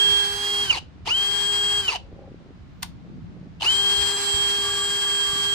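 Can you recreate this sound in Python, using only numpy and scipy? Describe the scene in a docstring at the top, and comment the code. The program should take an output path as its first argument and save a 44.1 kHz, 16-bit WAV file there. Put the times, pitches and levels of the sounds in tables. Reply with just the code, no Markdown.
"""Close to a stereo microphone in a small room, a cordless drill with an empty chuck is already spinning; it is
released and braked, runs and brakes again, and after a pause starts a third run that lasts to the end.
Tones at multiples of the motor speed whine over shaped gear noise; the housing's modes ring as orders sweep past.
The hand knocks and rustles, mostly between the last two runs, where noise bursts snap the gear selector over.
Faint rumble, drone and air lie behind it all; the third run's tone shifts as the chuck swings round."""
import sys
import numpy as np
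from scipy import signal
from scipy.fft import rfft, irfft, next_fast_len
from scipy.io import wavfile
from scipy.ndimage import uniform_filter1d, map_coordinates

SR = 44100
rng = np.random.default_rng(int(sys.argv[2]) if len(sys.argv) > 2 else 0)


def file_out(sig):
    """Save sig as 16-bit WAV at sys.argv[1]."""
    # one column per channel
    cols = np.atleast_2d(sig).T
    # limit, then scale
    lim = np.clip(cols, -1, 1)
    pcm = np.round(lim * 32767).astype(np.int16)
    wavfile.write(sys.argv[1], SR, pcm)


N = 244314
TIME = np.arange(N) / SR  # s

# Trigger pulls. Each row: pressed, released and brake engaged in seconds, top speed in turns per s,
# then relative levels of gear rush, gear hiss, hum and cogging in dB.
TRIGGER_PULLS = [(-1, .642, .7, 406, -39.8, -41, -39, -39),
                 (1.048, 1.812, 1.879, 405.8, -40.8, -43.2, -40.7, -43),
                 (3.6, 6, 6.06, 403.6, -37.6, -38.7, -38.3, -39.8)]
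# The rotor's whine at the two microphone ports as the drill moves and interference makes quick dips, one list
# for each pull. Each row: time in seconds, relative left and right level in dB, phase lead of the left in radians.
ROTOR_AT_PORTS = [
    [(0.03, -20, -15.5, 2.6), (0.2, -23.5, -17.5, 3.0), (0.29, -29.0, -25.5, 3.4),
     (0.37, -36.0, -28.5, 4.8), (0.46, -28.0, -25.0, 7.1), (0.62, -24.0, -23.5, 7.6),
     (0.71, -18, -16.5, 8.3)],
    [(1.11, -18, -19, 8.3), (1.16, -19.5, -23.0, 7.5), (1.24, -21.0, -21.5, 8.1), (1.275, -21, -26, 9.1),
     (1.35, -21.0, -31.0, 8.3), (1.6, -21.5, -25.0, 7.7), (1.79, -21.0, -25.0, 7.8), (1.89, -20, -20, 8.2)],
    [(3.645, -19, -22, 8.2), (3.67, -22, -25, 8.2), (3.7, -15.5, -18, 8), (3.765, -20, -29, 7.8),
     (3.795, -19.5, -20, 8), (3.83, -19.5, -28, 8.4), (3.87, -18.5, -20, 8.6), (4.05, -20.0, -32.0, 8.1),
     (4.16, -26.5, -30.5, 6.3), (4.23, -36.0, -30.0, 3.3), (4.27, -29.5, -22.5, 2.5),
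     (4.43, -24.0, -20.0, 2.5), (4.75, -26.0, -27.5, 1.5), (4.87, -25.0, -27.0, 1.3),
     (5, -24.5, -25.0, 2.1), (5.23, -25.5, -21.0, 2.3), (5.33, -27.0, -25.0, 2.3),
     (5.51, -26.0, -21.5, 2.3)],
]
# How well the housing radiates the rotor's whine. Each row: frequency in Hz, gain in dB.
ROTOR_RADIATION = [(1500, -45), (2050, -22), (2300, -13), (2480, -9), (2610, -9), (2730, 1.5), (2850, 4.5),
                   (2970, 0), (3400, 0)]
# Tooth mesh tone. Each row: time in seconds, relative level in dB.
MESH_LEVEL = [(0.12, -41.5), (0.36, -45), (0.6, -43), (1.28, -42.5), (1.43, -36.0), (1.78, -36.0),
              (3.77, -33), (3.85, -40), (3.92, -35), (4.14, -32.5), (4.34, -32.0), (4.56, -39.0),
              (4.84, -31.0), (5.02, -37.5), (5.13, -33.5), (5.45, -38.0)]
# Planet gear tone. Each row: time in seconds, level in dB before the gears' running gain.
PLANET_TONE_LEVEL = [(1.8, -53), (4.6, -49), (4.655, -38), (4.7, -37), (4.755, -49), (4.79, -36),
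                     (4.82, -36), (4.85, -47), (5.04, -47), (5.09, -42), (5.23, -50), (5.27, -41),
                     (5.34, -37.5), (5.43, -42), (5.5, -48)]
# Ring gear tone. Each row: time in seconds, level in dB before the gears' running gain.
RING_TONE_LEVEL = [(1.8, -48), (3.8, -41), (4.24, -38), (4.4, -48)]
# Weaker lines. Each row: multiple of the motor speed, level in dB before the running gain, roughness 0-1.
WEAK_ORDERS = [(2.57, -55, .6), (3, -53, .3), (3.47, -55, .6), (5, -53, .3), (7, -58, .4), (9.3, -57, .5),
               (10, -57, .4), (11, -56, .4), (12, -44, .35), (15, -60, .4), (16, -49, .2), (20, -47, .25),
               (22.5, -63, .4), (24, -59, .2), (32, -56.5, .2), (38, -65, .3)]
# Torque ripple that shakes the housing. Each row: multiple of the motor speed, drive in dB, roughness 0-1.
RIPPLE_ORDERS = [(4, -28.5, .22), (12, -42, .6), (16, -29, .35), (19, -38, .5), (24, -45, .7)]
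# Modes of the drill's housing. Each row: frequency in Hz, width in Hz, gain in dB.
HOUSING_MODES = [(760, 220, 0), (1020, 260, 0), (1380, 280, -9), (2510, 120, -9), (2780, 130, 1),
                 (2900, 140, 1), (3050, 130, 0), (4080, 400, -3), (4750, 400, 0), (5750, 500, -7),
                 (6950, 600, 0)]
# Spectrum of the gear rush. Each row: frequency in Hz, relative density in dB per Hz.
RUSH_SPECTRUM = [(150, -12), (260, -5), (350, -6), (520, -22), (700, -4.5), (950, 2), (1350, -2),
                 (1700, 0.5), (2400, -0.5), (2950, 1.5), (3500, -6.5), (4600, -23)]
# Spectrum of the gear hiss, with a hole near 11.6 kHz as lossy coding leaves.
# Each row: frequency in Hz, relative density in dB per Hz.
HISS_SPECTRUM = [(2500, -25), (3500, -5.5), (4200, 3.5), (4900, 1.5), (5500, -3), (7200, -7), (8200, -6),
                 (9300, -8.5), (10500, -11), (11600, -29), (14200, -17), (15600, -39)]
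# Spectrum of gears clattering under torque. Each row: frequency in Hz, relative density in dB per Hz.
CLATTER_SPECTRUM = [(200, -19), (400, 0.5), (620, -9), (900, 4.5), (1300, -5), (2000, -7), (2900, 6),
                    (3500, -7), (4500, -3), (6500, -11), (10000, -26.5), (15000, -86)]
# Short bursts near 3 kHz as the motor starts, brakes and stops. Each row: time in seconds, relative level in dB.
START_STOP_BURSTS = [(0.698, -28), (0.754, -26), (0.769, -22), (0.783, -27), (1.064, -26), (1.073, -20.5),
                     (1.878, -25), (1.902, -25), (1.932, -28), (1.949, -24), (1.962, -25), (3.601, -34),
                     (3.609, -25), (3.620, -16)]
# Spectrum of the short bursts. Each row: frequency in Hz, relative density in dB per Hz.
BURST_SPECTRUM = [(400, -21.5), (900, -9.5), (1400, -27.5), (2400, -18.5), (2900, 8), (3400, -5.5),
                  (4700, -14), (9000, -27.5), (15000, -46)]
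# The selector scrapes, snaps home and settles.
# Each row: start in seconds, relative level in dB, t60 in seconds, brightness in dB per octave.
SELECTOR_CONTACTS = [(2.823, -32, .05, -1), (2.827, -26, .02, 0), (2.8294, -13, .007, 2),
                     (2.8308, -14, .019, -1.5), (2.84, -35, .07, -1.5)]
# The selector's plastic shell. Each row: frequency in Hz, relative density in dB per Hz.
SELECTOR_SHELL = [(350, -50), (620, -28), (730, -7), (820, 3), (1000, 2), (1320, -6), (1600, -5),
                  (2050, -8), (2600, -4), (4300, -3), (7000, -11), (9400, -9), (12000, -17), (15500, -16)]
# Knocks of the hand, from dull thuds to light taps. Each row: start in seconds, level in dB, pitch in Hz.
HAND_KNOCKS = [(0.826, -39, 300), (0.84, -37, 110), (0.883, -44, 300), (0.958, -43, 280), (1.006, -40, 270),
               (1.03, -38, 90), (2.04, -40, 80), (2.086, -43, 320), (2.117, -39, 430), (2.127, -35, 380),
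               (2.13, -35, 65), (2.164, -44, 320), (2.277, -39, 520), (2.302, -37, 150), (2.318, -34, 300),
               (2.344, -32, 340), (2.46, -41, 350), (2.506, -36, 270), (2.96, -36, 100), (3.074, -41, 420),
               (3.1, -33, 200), (3.133, -33, 170), (3.182, -32, 210), (3.24, -34, 100), (3.366, -40, 430),
               (3.413, -35, 180), (3.47, -34, 200), (3.483, -36, 110), (4.342, -28, 70), (4.584, -37, 270),
               (4.957, -39, 170), (5.288, -38, 55), (5.331, -33, 120), (5.358, -31, 290), (5.399, -39, 240)]
# The hand slides over the grip. Each row: start in seconds, length in seconds, rustle in dB.
HAND_SLIDES = [(2.08, .25, -55), (2.37, .17, -55), (3.03, .17, -53), (3.29, .2, -53)]
# Spectrum of the rustle. Each row: frequency in Hz, relative density in dB per Hz.
RUSTLE_SPECTRUM = [(150, -8), (270, 4), (450, -5), (550, -7), (660, -11), (820, -19), (1200, -34), (5000, -75)]
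# Skin drags over the rubber grip. Each row: start in seconds, length in seconds, level in dB.
SKIN_SCRAPES = [(1.98, .14, -54), (2.14, .16, -52.5)]
# The grip's resonances. Each row: frequency in Hz, relative density in dB per Hz.
GRIP_RESONANCES = [(380, -22), (500, -7), (545, 0), (620, -13), (720, -16), (795, -7), (900, -20),
                   (1300, -34), (4000, -70)]
# Swells of the low background. Each row: middle and half length in seconds, rumble and drone rise in dB.
BACKGROUND_SWELLS = [(0.85, .2, 2, 2), (1.83, .07, 6.5, 1), (3.2, .5, 0, 8.5), (5.2, .4, -3, -2)]
# Spectra of rumble, drone and air. Each row: frequency in Hz, relative density in dB per Hz.
RUMBLE_SPECTRUM = [(15, -33), (35, -7.5), (55, 1), (85, 1.5), (125, -5.5), (250, -45), (1000, -89)]
DRONE_SPECTRUM = [(80, -25), (125, -6), (150, -5), (172, 0), (205, -10), (280, -15), (450, -32), (1500, -80)]
AIR_SPECTRUM = [(100, -5.5), (700, 4), (1500, -0.5), (4300, -9.5), (7000, -20), (10000, -33), (14000, -49)]
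# The small room's decay. Each row: frequency in Hz, t60 in seconds.
ROOM_DECAY = [(200, 0.48), (1000, 0.19), (4000, 0.23), (12000, 0.15)]

# multiples of the motor speed for the leading tones
ROTOR, COG, COG_SIDEBAND, PLANET, RING, TEETH = 8, 4, 4.08, 2.883, 10.21, 19
# the motor nears its top speed quickly, then creeps up the last few per cent
SPIN_UP_S, CREEP_SHARE, CREEP_S = .046, .055, .11
# released, it coasts; then the brake bites and at last the spindle locks (rates in turns per s per s)
COAST_RATE, BRAKE_RATE, STOP_S, LOCK_S = 500, 2480, .104, .023
# the rotor's whine follows the current: weak while coasting, strong while braking
COAST_DB, BRAKE_DB = -10, 1
HUM_RISE_S = .17  # the hum builds up after each pull
# the chuck swings round to face the microphone; full change of each layer (the octave's adds to the hum's)
TURN_START_S, TURN_LENGTH_S = 4.3, .9
TURN_RUSH_DB, TURN_HISS_DB, TURN_HUM_DB, TURN_OCTAVE_DB, TURN_COG_DB = -3.5, -3.6, -4, -3, 2
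LEAK_DB = -20  # ripple that escapes between the housing's modes
SLIDE_FADE_S, GRIP_DB, SLIPS_PER_S = .02, -62, 750
BUMP_CYCLES = .36  # the palm damps each knock within a fraction of a cycle
RUMBLE_DB, DRONE_DB, AIR_DB = -47.8, -49.3, -58
TOP_HZ = 15500


def motor():
    """Speed in turns per s, shaft angle, share of full speed and torque (speeding up or braking)."""
    pressed, released, braked, top, *_ = per_pull()
    age = TIME - pressed
    driven = top * np.tanh(age / SPIN_UP_S) * (1 - CREEP_SHARE * np.exp(-age / CREEP_S))
    coast_loss = COAST_RATE * np.clip(TIME - released, 0, braked - released)
    brake_loss = BRAKE_RATE * np.maximum(TIME - braked, 0)
    lock = np.clip((braked + STOP_S - TIME) / LOCK_S, 0, 1)
    speed = np.maximum(driven - coast_loss - brake_loss, 0) * lock
    pace = np.clip(speed / speed.max(), 0, 1)
    change = np.abs(uniform_filter1d(np.gradient(pace) * SR, size=500))
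    torque = np.tanh(change / 5.7) * np.minimum(pace / 0.53, 1)
    # the shaft turns less evenly under torque
    flutter = .00025 * wobble(14) + .0005 * wobble(160) + .006 * torque * wobble(500)
    angle = 2 * np.pi * np.cumsum(speed * (1 + flutter)) / SR
    return speed, angle, pace, torque


def per_pull():
    """For each column of the pulls, the value of the latest pull at every sample."""
    rows = np.array(TRIGGER_PULLS)
    latest = np.searchsorted(rows[:, 0], TIME, side="right") - 1
    return rows[latest].T


def current_db():
    """How the motor current changes the whine: it drops out on release and surges in the brake."""
    _, released, braked, *_ = per_pull()
    steps = np.select([TIME > braked, TIME > released], [BRAKE_DB, COAST_DB], 0.)
    return uniform_filter1d(steps, size=600)


def turned():
    """How far the chuck has swung towards the microphone, 0-1."""
    return np.clip((TIME - TURN_START_S) / TURN_LENGTH_S, 0, 1)


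def rotor(speed, angle, pace):
    """The main whine, driven by the current; it flares as it sweeps through the strongest resonance."""
    left_db, right_db, lead = curves(np.vstack(ROTOR_AT_PORTS))
    drive_db = current_db() + along(ROTOR_RADIATION, ROTOR * speed)
    tone = amp(drive_db) * line(ROTOR * angle, rough=0.057, lead=lead, drift_db=0.25)
    # random flicker for the tone beating against its own echo until the speed settles
    beating_db = np.tanh((1 - pace) / .04) * (2.8 * np.array([wobble(110), wobble(110)]) - .7)
    port_gain = amp(np.array([left_db, right_db]) + beating_db + .1)
    return port_gain * np.minimum(2 * pace, 1) * tone


def whine(angle, pace, torque):
    """Hum, cogging and gear tones, all locked to the shaft."""
    pressed, *_, hum_db, cog_db = per_pull()
    hum_rise = 1 - np.exp((pressed - TIME) / HUM_RISE_S)
    hum_db = hum_db + TURN_HUM_DB * turned()
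    octave_db = hum_db - 9.5 + TURN_OCTAVE_DB * turned()
    cog_db = cog_db + TURN_COG_DB * turned()
    mesh_db, = curves(np.vstack(MESH_LEVEL))
    mesh_db = mesh_db + 2.3 + .7 * np.minimum(current_db(), 0)
    planet_db, = curves(PLANET_TONE_LEVEL)
    ring_db, = curves(RING_TONE_LEVEL)
    tones = amp(hum_db + .3) * hum_rise * line(angle, rough=0.24, lead=0.27, drift_db=.7)
    tones += amp(octave_db) * line(2 * angle, rough=.2, lead=.15, drift_db=1)
    tones += amp(cog_db - 1.5) * line(COG * angle, rough=0.36, lead=wobble(1.97), drift_db=1.2)
    tones += amp(cog_db - 2.2) * line(COG_SIDEBAND * angle, rough=3.9, lead=4.3 * wobble(3), drift_db=2.5)
    tones += amp(planet_db) * line(PLANET * angle, rough=.4, lead=.5, drift_db=.7)
    tones += amp(ring_db) * line(RING * angle, rough=.3, lead=0.42 + .5 * wobble(2.2), drift_db=1)
    tones += amp(mesh_db) * line(TEETH * angle, rough=.18, lead=1.9 + .15 * wobble(2), drift_db=.6)
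    for order, db, rough in WEAK_ORDERS:
        # short waves arrive at the two ports further out of step
        lead = min(order / 14, 1) * (1 + .4 * wobble(1.5))
        tones += amp(db) * line(order * angle, rough, lead=lead, drift_db=1.1)
    # the fine lines only form once the gears run freely
    return pace ** 3 * (1 - torque) ** 1.5 * tones


def ripple(speed, angle, torque):
    """While the motor speeds up or brakes, each order chirps through the housing's modes."""
    drive = np.zeros((2, N))
    for order, db, rough in RIPPLE_ORDERS:
        radiated = 1 / (1 + (650 / (order * speed + 1)) ** 6)  # little radiates below 650 Hz
        tone = line(order * angle, rough, lead=1.1, drift_db=1.2)
        drive += amp(db + 1.6 * wobble(140)) * radiated * tone
    drive *= torque ** 1.3
    return housing(drive) + amp(LEAK_DB) * drive


def housing(x):
    """The housing's modes ring on after a tone has swept past them, and beat against it."""
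    def response(f):
        total = 0
        for k, (hz, width, db) in enumerate(HOUSING_MODES):
            mode = 1j * f * width / (hz ** 2 - f ** 2 + 1j * f * width)
            total = total + (-1) ** k * amp(db) * mode
        return total
    return filtered(x, response)


def gears(angle, pace, torque):
    """Teeth rub and tick once a turn; under torque they clatter; short bursts mark starts and stops."""
    *_, rush_db, hiss_db, _, _ = per_pull()
    rush_db = rush_db + TURN_RUSH_DB * turned() + 2.0
    hiss_db = hiss_db + TURN_HISS_DB * turned() + 6.0
    grain = amp(0.75 * wobble(900) + 1.4 * wobble(40) + 0.63 * np.cos(angle))
    rush = amp(rush_db) * noise(RUSH_SPECTRUM, alike=0.033)
    rush = rush + amp(hiss_db) * noise(HISS_SPECTRUM, alike=.05)
    chatter = unit(amp(3.3 * wobble(400)))
    clatter = noise(CLATTER_SPECTRUM, alike=.3, envelope=amp(-28.5) * chatter * torque ** 1.6)
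    burst_envelope = sum(amp(db) * burst(s, t60=0.027) for s, db in START_STOP_BURSTS)
    short_bursts = noise(BURST_SPECTRUM, alike=0.31, envelope=uniform_filter1d(burst_envelope, size=180))
    rubbing = pace ** 1.4
    balance = amp([[-.7], [.7]])  # the rush leans to the right
    return rubbing * grain * rush * balance + clatter + short_bursts


def selector():
    """The plastic slider's contacts excite many short modes of the shell."""
    out = np.zeros((2, N))
    for s, db, t60, bright_db in SELECTOR_CONTACTS:
        colour = [(hz, level + bright_db * np.log2(hz)) for hz, level in SELECTOR_SHELL]
        out += noise(colour, alike=0.25, envelope=amp(db - 4) * burst(s, t60))
    return out


def hand():
    """Knocks, short scrapes and a grainy rustle as the grip shifts."""
    knocks = sum(amp(db) * knock(s, hz) for s, db, hz in HAND_KNOCKS)
    rustle_envelope = (amp(GRIP_DB) + strokes(HAND_SLIDES)) * slips(SLIPS_PER_S)
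    rustle = noise(RUSTLE_SPECTRUM, alike=0.95, envelope=rustle_envelope)
    scrape = noise(GRIP_RESONANCES, alike=.9, envelope=strokes(SKIN_SCRAPES) * slips(SLIPS_PER_S))
    return knocks + scrape + rustle


def knock(start, hz):
    """One heavily damped swing of the grip, peak near 1."""
    cycles = np.arange(SR // 10) / SR * hz
    envelope = cycles / BUMP_CYCLES * np.exp(1 - cycles / BUMP_CYCLES)
    swing = np.sin(2 * np.pi * cycles) * envelope
    return np.pad(swing, (int(start * SR), N))[:N]


def strokes(rows):
    """The envelope of sliding contacts that fade in and out."""
    total = 0
    for s, length, db in rows:
        to_edge = np.minimum(TIME - s, s + length - TIME)
        total = total + amp(db) * np.clip(to_edge / SLIDE_FADE_S, 0, 1)
    return total


def slips(rate):
    """Tiny slips of random size at random moments, rms 1."""
    return unit((rng.random(N) < rate / SR) * rng.uniform(.3, 1, N))


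def background():
    """Low rumble, a distant drone and faint air, each made of coloured noise."""
    rise_db = np.zeros((2, N))
    for s, half_length, *gains_db in BACKGROUND_SWELLS:
        rise_db += np.outer(gains_db, np.exp(-((TIME - s) / half_length) ** 2))
    rumble = amp(RUMBLE_DB + rise_db[0] + 2.3 * wobble(11)) * noise(RUMBLE_SPECTRUM, alike=0.6)
    drone = amp(DRONE_DB + rise_db[1] + 1.2 * wobble(12)) * noise(DRONE_SPECTRUM, alike=.05)
    air = amp(AIR_DB) * noise(AIR_SPECTRUM, alike=0.044)
    return rumble + drone + air


def room(x):
    """A short diffuse tail from hard walls: noise that decays at its own rate in each band."""
    hz, t, z = signal.stft(rng.standard_normal((2, SR // 2)), SR, nperseg=256)
    decay = amp(-60 * t / along(ROOM_DECAY, hz)[:, None])
    tail = signal.istft(z * decay, SR, nperseg=256)[1]
    return signal.fftconvolve(x, tail / np.linalg.norm(tail[0]), axes=1)[:, :N]


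def line(angle, rough, lead, drift_db):
    """A stereo tone of rms 1 with a noisy skirt; its strength drifts at each port."""
    skirt = wobble(70) + 1j * wobble(70) + .5 * (wobble(450) + 1j * wobble(450))
    tone = (1 + rough * skirt / np.sqrt(2)) * np.exp(1j * (angle + 2 * np.pi * rng.random()))
    ports = [amp(drift_db * wobble(2.4)) * (tone * np.exp(.5j * side * lead)).real for side in (1, -1)]
    return unit(np.array(ports))


def noise(spectrum, alike, envelope=1):
    """Stereo noise, rms 1 if unshaped, enveloped before colouring; alike is the left-right correlation."""
    colour = lambda hz: unit(amp(along(spectrum, hz)))
    mid, side = filtered(envelope * rng.standard_normal((2, N)), colour)
    turn = np.arccos(np.clip(alike, -1, 1)) / 2
    return np.cos(turn) * mid + np.sin(turn) * np.array([side, -side])


def burst(start, t60):
    """An envelope that starts at once and dies away."""
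    age = TIME - start
    return (age >= 0) * amp(-60 * np.abs(age) / t60)


def wobble(rate):
    """A smooth random curve, rate knots a second."""
    knots = rng.standard_normal(int(N * rate / SR) + 4)
    grid = np.arange(0, len(knots) - 1, .1)
    return np.interp(TIME * rate, grid, map_coordinates(knots, [grid]))


def filtered(x, response):
    """x times a response of frequency."""
    m = next_fast_len(N + SR // 2)
    return irfft(rfft(x, m) * response(np.fft.rfftfreq(m, 1 / SR)), m)[..., :N]


def along(points, hz):
    """Read (Hz, value) points on a log frequency axis."""
    f, v = np.transpose(points)
    return np.interp(np.log(hz + 1), np.log(f + 1), v)


def curves(rows):
    """One value per sample for each column after the time."""
    s, *cols = np.transpose(rows)
    return [np.interp(TIME, s, c) for c in cols]


def amp(db):
    """Amplitude of a level in dB."""
    return 10 ** (np.asarray(db) / 20)


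def unit(x):
    """x scaled to rms 1."""
    return x / np.sqrt(np.mean(x ** 2) + 1e-20)


def scene():
    """The drill, the selector and the hand in a small room."""
    speed, angle, pace, torque = motor()
    main = rotor(speed, angle, pace)
    tones = main + whine(angle, pace, torque)
    rattle = gears(angle, pace, torque) + ripple(speed, angle, torque)
    click = selector()
    # the room answers the rotor more strongly under torque
    to_room = amp(-27.5) * tones + amp(-21) * torque * main + amp(-12.5) * rattle + amp(-12) * click
    return tones + rattle + click + room(to_room) + hand() + background()


def record(dry):
    """The microphone keeps nothing above its band limit."""
    return filtered(dry, lambda hz: hz < TOP_HZ)


dry = scene()
out = record(dry)
file_out(out)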